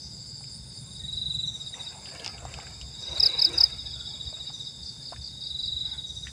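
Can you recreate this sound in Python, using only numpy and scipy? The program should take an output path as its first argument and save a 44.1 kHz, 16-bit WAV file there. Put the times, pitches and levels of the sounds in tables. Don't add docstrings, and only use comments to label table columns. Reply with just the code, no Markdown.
import sys
import numpy as np
from scipy import signal
from scipy.fft import rfft, irfft, next_fast_len
from scipy.io import wavfile
from scipy.ndimage import uniform_filter1d

SR = 44100
rng = np.random.default_rng(int(sys.argv[2]) if len(sys.argv) > 2 else 0)


def log_audio(samples):
    frames = np.atleast_2d(samples).T
    limited = np.clip(frames, -1, 1)
    pcm = np.round(limited * 32767).astype(np.int16)
    wavfile.write(sys.argv[1], SR, pcm)


def invert_db(level):
    return 10 ** (np.asarray(level, dtype=float) / 20)


N = 278705

# f/Hz, spectral level/dB
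AIR_SPECTRUM = [(25, -23), (70, -2), (140, -1.5), (300, -14), (700, -22), (1500, -35), (3000, -32.5),
                (4200, -21.5), (5800, -28.5), (6700, -17.5), (8300, -38.5), (9200, -22.5), (11000, -27.5),
                (16000, -25)]
AIR_DB = -50
# t/s, level/dB
CASING_DRONE = [
    (0.0, -51.5),
    (1.53, -43.5),
    (1.56, -55.5),
    (2.34, -56.5),
    (2.36, -51),
    (6.32, -54.5),
]
# t/s, level/dB, time from the top to 10 dB down/s
EXHAUST_SURGES = [(0, -48, 0.22), (.62, -44.5, 0.1), (1.02, -43, 0.07), (1.16, -42.5, 0.13),
                  (1.3, -44, 0.18), (1.47, -49, -0.2), (2.47, -39.5, 0.1123), (2.83, -40, .08),
                  (3.17, -40.5, 0.1), (3.6, -39.5, 0.1159), (3.85, -45, 0.5), (4.28, -39.5, 0.03),
                  (4.84, -40, 0.0261), (5.19, -40, 0.05), (5.74, -44.5, 0.4), (6.32, -44, 0.37)]
IDLE_DB = -61
# t/s, level/dB
CHORUS_BED = [(0, -42.5), (.1, -46), (.35, -43.5), (.55, -44.5), (.65, -51.5), (1.42, -59), (1.46, -75),
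              (1.58, -75), (1.7, -59), (2.2, -47.5), (2.46, -60), (2.55, -48.5), (2.95, -48), (3.03, -44.5),
              (3.8, -43), (4.2, -48.5), (5.3, -51), (6.32, -53)]
# first swell t/s, last swell t/s, first level/dB, last level/dB
CHORUS_BOUTS = [
    (.755, 1.164, -44, -48),
    (1.664, 2.3, -46, -42.5),
    (3.655, 4.1, -41.5, -43),
    (3.9, 4.67, -40, -43),
    (4.878, 5.649, -43.5, -43.5),
    (5.9, 5.95, -45.5, -44),
]
CHORUS_GAP_S, CHORUS_FADE_S = .2, 0.078
# peak t/s, level/dB
FAR_CALLS = [(0.015, -47), (1.4547, -44.5), (1.5315, -46.5), (1.733, -47.5), (3.0036, -47), (3.0874, -45.5),
             (3.5294, -44.5), (4.5266, -46.5), (4.6094, -53.5), (4.8309, -51.5), (4.8994, -55),
             (5.2111, -54), (6.065, -47), (6.1514, -46.5), (6.2312, -46.5)]
# first stroke t/s, last stroke t/s, first level/dB, last level/dB
TICKER_BOUTS = [
    (.125, .495, -45, -45.5),
    (.767, 1.115, -46, -47.5),
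    (1.327, 2.09, -43, -45.5),
    (2.380, 2.997, -44, -47.5),
    (3.159, 3.44, -44, -53),
    (3.93, 4.42, -48.5, -45.5),
    (4.527, 5.086, -48, -55),
    (5.57, 5.78, -52, -50),
    (6.06, 6.25, -49, -50),
]
TICKER_GAP_S = .07
# t/s, level/dB, depth of the pauses (0-1)
KATYDID_BUZZ = [
    (0.0, -66, 0.9),
    (0.67, -56.5, 0.78),
    (2.08, -62.5, 0.63),
    (2.67, -82, 0.8),
    (4.93, -67.5, 0.4),
    (5.51, -65.5, 0.5),
    (5.91, -70.5, 0),
    (6.32, -63, 0),
]
# t/s, level/dB
CROAK = [
    (5.81, -69),
    (5.87, -58.5),
    (5.95, -55.5),
    (5.99, -60.5),
    (6.03, -71),
]
# f/Hz, bandwidth/Hz, level/dB
FROG_THROAT = [(858.6, 165, 3.5), (1500, 200, 3), (2114, 330, 1)]
# t/s, level/dB
SLEEVE_EFFORT = [(0, -79.5), (1.68, -66.5), (1.78, -55), (1.96, -60.5), (2.24, -48), (2.33, -56),
                 (2.5, -50.5), (2.66, -57.5), (2.74, -63), (2.92, -63.5), (3.17, -46), (3.33, -50.5),
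                 (3.6, -47.5), (3.8, -62), (4.1, -64.5), (4.37, -61.5), (4.66, -70.5), (6.32, -82)]
CRISP_LAG_S, CRISP_DB = .025, -0.94
# f/Hz, spectral level/dB
CLOTH_SPECTRUM = [(150, -35), (250, -9), (323, -7.5), (479, -3.5), (689, -1.5), (1190, -10), (1710, -6),
                  (1920, -12.5), (2300, -4.5), (3200, -16.5), (4160, -43.5), (7040, -120)]
# t/s, length/s, f/Hz, bandwidth/Hz, level/dB
CREAKS = [(0.891, 0.058, 1086, 61.6, -66), (1.055, 0.102, 1886, 150, -64), (1.345, .025, 2650, 120, -60.5),
          (1.404, .025, 2665, 120, -53), (3.381, .3, 2300, 450, -51), (1.788, 0.07, 900, 300, -52),
          (1.986, 0.15, 850, 200, -54.5), (3.293, 0.051, 305, 60, -52), (3.531, .14, 333, 71, -44.5),
          (4.014, 0.14, 1430, 150, -59.5), (4.127, 0.051, 840, 120, -58), (6.279, 0.056, 1650, 600, -53.5)]
# t/s, peak level/dB, ring f/Hz, snap level/dB
KNOCKS = [(0.408, -44, 824, -54), (0.44, -42, 2380, -54), (1.741, -35.5, 1940, -53),
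          (2.057, -31.5, 2770, -52), (2.262, -31.5, 880, -50), (2.425, -38, 616, -54),
          (2.452, -27.5, 766, -41), (2.54, -29.5, 2530, -35), (2.588, -31, 840, -38),
          (2.668, -34.5, 1600, -54), (2.813, -31, 2914, -35), (3.606, -30, 950, -54),
          (4.328, -38, 640, -51), (4.501, -39, 842, -56), (5.123, -28.5, 700, -54),
          (5.162, -37.5, 1750, -54), (6.27, -27.5, 1900, -56),
          (2.089, -36.5, 2300, -60),
    (2.197, -28, 3100, -62),
    (2.2452, -28, 2780, -30),
    (2.262, -22.5, 2806, -25),
    (2.2777, -33, 2680, -26.5),
    (2.381, -36, 2810, -60),
    (2.60, -33, 2220, -60),
    (5.130, -33, 1030, -60),
]
# last stroke t/s, its level/dB, middle f/Hz
FAR_TRIPLETS = [
    (3.055, -41, 5110),
    (4.892, -31.5, 4714),
    (5.089, -34, 4620),
    (5.277, -33, 4670),
    (5.470, -32, 4730),
    (5.661, -31.5, 4700),
]
TRIPLET_GAP_S, TRIPLET_SWELL_DB = .0293, 0.8
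# peak t/s, peak level/dB, peak f/Hz, tail/s
NEAR_CHIRPS = [
    (3.1786, -28, 4530, 0.012),
    (3.2056, -11.5, 5008, 0.0028),
    (3.2346, -10, 4990, 0.01),
    (3.2633, -10, 4993, 0.0108),
    (3.395, -15.5, 4840, 0.011),
    (3.423, -10, 5012, 0.007),
    (3.451, -9.5, 4990, 0.0092),
    (3.5843, -12, 4840, 0.006),
    (3.6112, -8.5, 5000, 0.008),
    (3.6406, -7, 4960, 0.00553),
]
# f/Hz, bandwidth/Hz, level/dB
GROUND_NOTCH = [(4700, 110, -6)]
# first stroke t/s, top level/dB
NEIGHBOUR_PHRASES = [
    (3.812, -40),
    (5.70, -45),
]
# first stroke t/s, last stroke t/s, first level/dB, full level/dB
FAST_RUNS = [
    (.876, 1.484, -52, -26.5),
    (2.950, 3.473, -44.5, -27.5),
    (5.294, 5.860, -49, -27.5),
]
FAST_GAP_S, SWELL_SHARE = .0435, 0.6734
# t/s, peak level/dB
SLOW_STROKES = [(1.5527, -33.5), (1.6137, -34), (1.6749, -34.5), (1.7385, -35.5), (1.8106, -35),
                (1.875, -34.5), (3.5436, -33.5), (3.6004, -33.5), (3.6629, -35), (3.7294, -35.5),
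                (3.796, -36), (3.8694, -36), (3.9427, -36.5), (4.0089, -38), (4.0796, -36.5), (4.1458, -37),
                (4.212, -35), (4.2775, -36.5), (4.3486, -36), (4.4114, -34.5), (4.4784, -34.5),
                (4.5472, -36.5), (4.6098, -35), (4.6734, -36), (5.9232, -30), (5.991, -32), (6.0504, -33.5),
                (6.106, -35), (6.1753, -35.5), (6.2378, -35.5)]
SLOW_DROP_HZ = 14.3
SOFT_HZ, FULL_HZ, SOFT_DB, FULL_DB = 3754, 3863, -36, -28.5
# f/Hz, bandwidth/Hz, level/dB
GRASS_PATH = [(3917, 91, -3), (3776, 68, 1), (3733, 14.4, -1), (3573, 78, 6), (3527, 170, -5)]
BANK_ECHO_S, BANK_ECHO_DB = .021, -11
# f/Hz, level/dB
MICROPHONE = [(20, -1.5), (9300, 1), (10500, -15), (12500, -18.5), (14000, -28), (15000, -10.5),
              (15800, -30)]


def rms_one(x):
    return x / np.sqrt(np.mean(x ** 2) + 1e-20)


def in_time(rows):
    s, *columns = np.transpose(rows)
    return [np.interp(np.arange(N) / SR, s, c) for c in columns]


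def bandpass(x, order, low_hz, high_hz):
    return signal.sosfilt(signal.butter(order, [low_hz, high_hz], "band", fs=SR, output="sos"), x)


def coloured(x, spectrum):
    size = next_fast_len(N)
    hz, level_db = np.transpose(spectrum)
    bins_hz = np.arange(1, size // 2 + 2) * SR / size
    gain = invert_db(np.interp(np.log(bins_hz), np.log(hz), level_db))
    return irfft(rfft(x, size) * gain, size)[..., :N]


def drift(rate):
    r = np.exp(-2 * np.pi * rate / SR)
    return rms_one(signal.lfilter([1], [1, -2 * r, r * r], rng.standard_normal(N + SR))[SR:])


def resonances(x, modes, flip=-1):
    out = 0
    for k, (hz, width_hz, level_db) in enumerate(modes):
        r = np.exp(-np.pi * width_hz / SR)
        b = np.array([1, 0, -1]) * (1 - r * r) / 2
        a = [1, -2 * r * np.cos(2 * np.pi * hz / SR), r * r]
        out = out + flip ** k * invert_db(level_db) * signal.lfilter(b, a, x + 1e-18)
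    return out


def strokes(rows, length_s, fall_hz, peak_at, bend=1.526):
    out, u = np.zeros(N + SR), np.linspace(0, 1, int(length_s * SR))
    shape = np.sin(np.pi / 2 * np.minimum(u / peak_at, (1 - u) / (1 - peak_at))) ** 2
    fall = fall_hz * (peak_at ** bend - u ** bend)
    for s, level_db, hz in rows:
        i = max(int((s - peak_at * length_s) * SR), 0)
        out[i:i + len(u)] += invert_db(level_db) * shape * np.sin(2 * np.pi * np.cumsum(hz + fall) / SR)
    return out[:N]


def scattered(x, t60, wet_db, gap_s=0.0045):
    t = np.arange(int(t60 * SR)) / SR
    spray = rng.standard_normal(SR)[:len(t)] * invert_db(-60 * t / t60) * (t > gap_s)
    return x + invert_db(wet_db) * signal.fftconvolve(x, spray / np.linalg.norm(spray))[:N]


def bouts(rows, gap_s, share=1):
    out = []
    for first_s, last_s, first_db, last_db in rows:
        u = np.linspace(0, 1, 1 + round(max(last_s - first_s, 0) / gap_s))
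        level_db = last_db + (first_db - last_db) * np.clip(1 - u / share, 0, 1) ** 2
        out += zip(first_s + u * (last_s - first_s), level_db)
    return out


def swells(rows, under_db, bend=1):
    t = np.arange(N) / SR
    for s, level_db, fade_s in rows:
        under_db = np.maximum(under_db, level_db - 10 * np.abs((t - s) / fade_s) ** bend)
    return under_db


def air():
    gusts = rng.standard_normal(N) * invert_db(0.79 * drift(22))
    return invert_db(AIR_DB) * rms_one(coloured(gusts, AIR_SPECTRUM))


def engine():
    firings = np.diff(np.floor(np.cumsum(22.5 + .6 * drift(.8)) / SR), prepend=0)
    firings = firings * invert_db(6.1 * rng.standard_normal(N))
    push = rms_one(firings) + 0.64 * rng.standard_normal(N)
    exhaust = [(67.5, 28.0, 0)]
    casing = [(110.7, 15.6, -3), (138.3, 24.2, 0.5), (168.9, 65.6, -5.0), (234.7, 30, -9.5)]
    parts = np.array([resonances(resonances(push, modes), modes) for modes in (exhaust, casing)])
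    thump, drone = parts / np.sqrt(uniform_filter1d(parts ** 2, size=6000) + 1e-12)
    return invert_db(swells(EXHAUST_SURGES, IDLE_DB)) * thump + invert_db(in_time(CASING_DRONE)[0]) * drone


def choir(hz, spread_hz, fall_hz, length_s, count):
    draw = rng.random((count, 3))
    rows = np.c_[draw[:, 0] * N / SR, -9 * draw[:, 1], hz + spread_hz * (draw[:, 2] - .5)]
    far = scattered(strokes(rows, length_s, fall_hz, peak_at=.48), t60=0.76, wet_db=2)
    far[:SR // 2] += far[N - SR // 2:] * np.linspace(1, 0, SR // 2)
    return far / np.sqrt(uniform_filter1d(far ** 2, size=4000) + 1e-9)


def chorus():
    swelling = choir(hz=4884, spread_hz=460, fall_hz=900, length_s=.021, count=1600)
    steady = choir(hz=3716, spread_hz=156, fall_hz=456, length_s=.04, count=700)
    in_step = [(s, db, CHORUS_FADE_S) for s, db in bouts(CHORUS_BOUTS, CHORUS_GAP_S)]
    swelling_db = swells(in_step, in_time(CHORUS_BED)[0], bend=1.73)
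    return invert_db(swelling_db) * swelling + invert_db(-55.5 + 4.0 * drift(0.45)) * steady


def caller():
    rows = [(s + 0.0066 + 0.013 * k, db - 4.5 - 7.8 * k, 6000 - 40 * k) for s, db in FAR_CALLS for k in range(4)]
    return scattered(strokes(rows, length_s=0.027, fall_hz=1600, peak_at=0.5), t60=0.37, wet_db=8.0)


def ticker():
    rows = [(s + 0.0048, level_db - 6.5, 7400) for s, level_db in bouts(TICKER_BOUTS, TICKER_GAP_S)]
    one = scattered(strokes(rows, length_s=0.048, fall_hz=450, peak_at=.4), t60=0.33, wet_db=2.5)
    return one + invert_db(-59.5) * choir(hz=7696.5, spread_hz=402, fall_hz=300, length_s=.03, count=401)


def katydid():
    buzz_db, depth = in_time(KATYDID_BUZZ)
    teeth = (.5 + .5 * np.cos(2 * np.pi * np.cumsum(132 + 1.7 * drift(4.2)) / SR)) ** 1.4
    cycle = (np.arange(N) / SR - .186) / .1308 % 1
    burst = uniform_filter1d(np.clip((cycle - .08) / 0.3, 0, 1) * (0.69 + .3 * cycle), size=300)
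    rasp = rng.standard_normal(N) * (0.46 + teeth) * invert_db(2.3 * drift(7.1))
    wings = rms_one(bandpass(rasp, 3, 8780, 9480))
    return invert_db(buzz_db + 3.5) * (1 - np.clip(depth, 0, 1) * (1 - burst)) * wings


def frog():
    pulses = np.diff(np.floor(np.cumsum(110 + 1.494 * drift(19.8)) / SR), prepend=0)
    pulses = pulses + 0.049 * rng.standard_normal(N)
    return invert_db(in_time(CROAK)[0]) * rms_one(resonances(resonances(pulses, FROG_THROAT), FROG_THROAT))


def folded(grains, low_hz, high_hz):
    out = 0
    for k, hz in enumerate(np.geomspace(low_hz, high_hz, 9)):
        out = out + (-1) ** k * invert_db(3.27 * drift(8.4)) * resonances(grains, [(hz, 0.095 * hz, 0)])
    return rms_one(out)


def creaks():
    out = np.zeros(N)
    for s, length_s, hz, width_hz, level_db in CREAKS:
        hollow = [(hz, width_hz, 0)]
        rub = rms_one(resonances(resonances(rng.standard_normal(SR // 2), hollow), hollow))
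        size, i = int(1.57 * length_s * SR), int((s - 0.83 * length_s) * SR)
        out[i:i + size] += (invert_db(level_db) * np.hanning(size) * rub[:size])[:N - i]
    return out


def rustle():
    dull_db, = in_time(SLEEVE_EFFORT)
    crisp_db, = in_time([(s + CRISP_LAG_S, db + CRISP_DB) for s, db in SLEEVE_EFFORT])
    clumps = rng.standard_normal(N) * invert_db(2.17 * drift(30) + 0.89 * drift(300))
    grains = coloured(clumps, CLOTH_SPECTRUM)
    dull, crisp = folded(grains, 290, 1095), folded(grains, 1250, 2847)
    fibres = rms_one(bandpass(rng.standard_normal(N) * invert_db(5.4 * drift(130)), 2, 3000, 14000))
    return invert_db(dull_db) * dull + invert_db(crisp_db) * (crisp + invert_db(-2) * fibres) + creaks()


def knocks():
    out, t = np.zeros(N + SR), np.arange(SR // 20) / SR
    soft = signal.butter(4, 3600, fs=SR, output="sos")
    contact = 1 - np.exp(-t / 0.00037)
    for s, level_db, hz, snap_db in KNOCKS:
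        noise = rng.standard_normal((2, len(t)))
        band = [(hz * 1.25, hz * 1.1, 3)]
        crunch = resonances(resonances(noise[0] * invert_db(-60 * t / 0.069), band), band)
        crunch = signal.sosfilt(soft, crunch)
        rings = np.sin(2 * np.pi * hz * t) + 0.29 * np.sin(2 * np.pi * 1.316 * hz * t)
        rings = rings * invert_db(-60 * t / (0.0058 + 16 / hz))
        snap = (np.sin(2 * np.pi * 5100 * t) + .5 * noise[1]) * invert_db(-60 * t / 0.00556)
        snap = bandpass(snap, 2, 4200, 7500)
        knock = invert_db(level_db) * contact * (rings + 0.46 * crunch) + invert_db(snap_db + 7.5) * snap
        out[int(s * SR):][:len(t)] += knock
    return out[:N]


def far_chirper():
    rows = [(s - TRIPLET_GAP_S * k, db - TRIPLET_SWELL_DB * k * k, hz) for s, db, hz in FAR_TRIPLETS for k in range(3)]
    return scattered(strokes(rows, length_s=0.015, fall_hz=1160, peak_at=0.43), t60=0.33, wet_db=-5)


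def near_chirper():
    out, rise_s = np.zeros(N), .0105
    for s, level_db, hz, tail_s in NEAR_CHIRPS:
        end_s = 1.29 * tail_s
        t = np.arange(-rise_s, end_s, 1 / SR)
        phase = 2 * np.pi * np.cumsum(hz - 48000 * t - 1220000.0 * t * t) / SR
        shape = np.where(t < 0, (1 + t / rise_s) ** 1.33, np.abs(1 - t / end_s) ** 1.01)
        tone = np.sin(phase) + invert_db(-30.5) * np.sin(2 * phase) + invert_db(-18.5) * np.sin(3 * phase)
        out[int((s - rise_s) * SR):][:len(t)] += invert_db(level_db) * shape * tone
    out *= 1 + 0.138 * drift(380)
    return scattered(out - resonances(out, GROUND_NOTCH), t60=0.1, wet_db=-18, gap_s=0.0022)


def neighbour():
    rows = [(s + .0492 * k, db - 0.42 * (k - 4.5) ** 2, 3490) for s, db in NEIGHBOUR_PHRASES for k in range(10)]
    return scattered(strokes(rows, length_s=.024, fall_hz=420, peak_at=0.49), t60=0.21, wet_db=1.0)


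def triller():
    rows = []
    for part, drop_hz in [(bouts(FAST_RUNS, FAST_GAP_S, SWELL_SHARE), 0), (SLOW_STROKES, SLOW_DROP_HZ)]:
        for s, db in part:
            hz = np.interp(db, [SOFT_DB, FULL_DB], [SOFT_HZ, FULL_HZ]) - drop_hz
            rows.append((s - .003, db, hz + 40))
    hard = [r for r in rows if r[2] >= 3855]
    soft = [r for r in rows if r[2] < 3855]
    wing = strokes(hard, length_s=.036, fall_hz=570, peak_at=.4, bend=1.87)
    wing += strokes(soft, length_s=.04, fall_hz=464, peak_at=0.44, bend=1.35)
    wing = wing + invert_db(BANK_ECHO_DB) * np.roll(wing, int(BANK_ECHO_S * SR))
    through_grass = invert_db(3) * resonances(wing, GRASS_PATH, flip=0.95)
    return scattered(through_grass, t60=0.52, wet_db=-12, gap_s=0.00747)


def scene():
    background = air() + engine() + chorus() + caller() + ticker() + katydid()
    handling = rustle() + knocks()
    crickets = far_chirper() + near_chirper() + neighbour() + triller()
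    return (background + frog() + handling + crickets)[None]


def low_pass(x):
    return signal.sosfilt(signal.butter(12, 16760, fs=SR, output="sos"), x)


def record(dry):
    mix = coloured(dry, MICROPHONE)
    return low_pass(mix)


dry = scene()
out = record(dry)
log_audio(out)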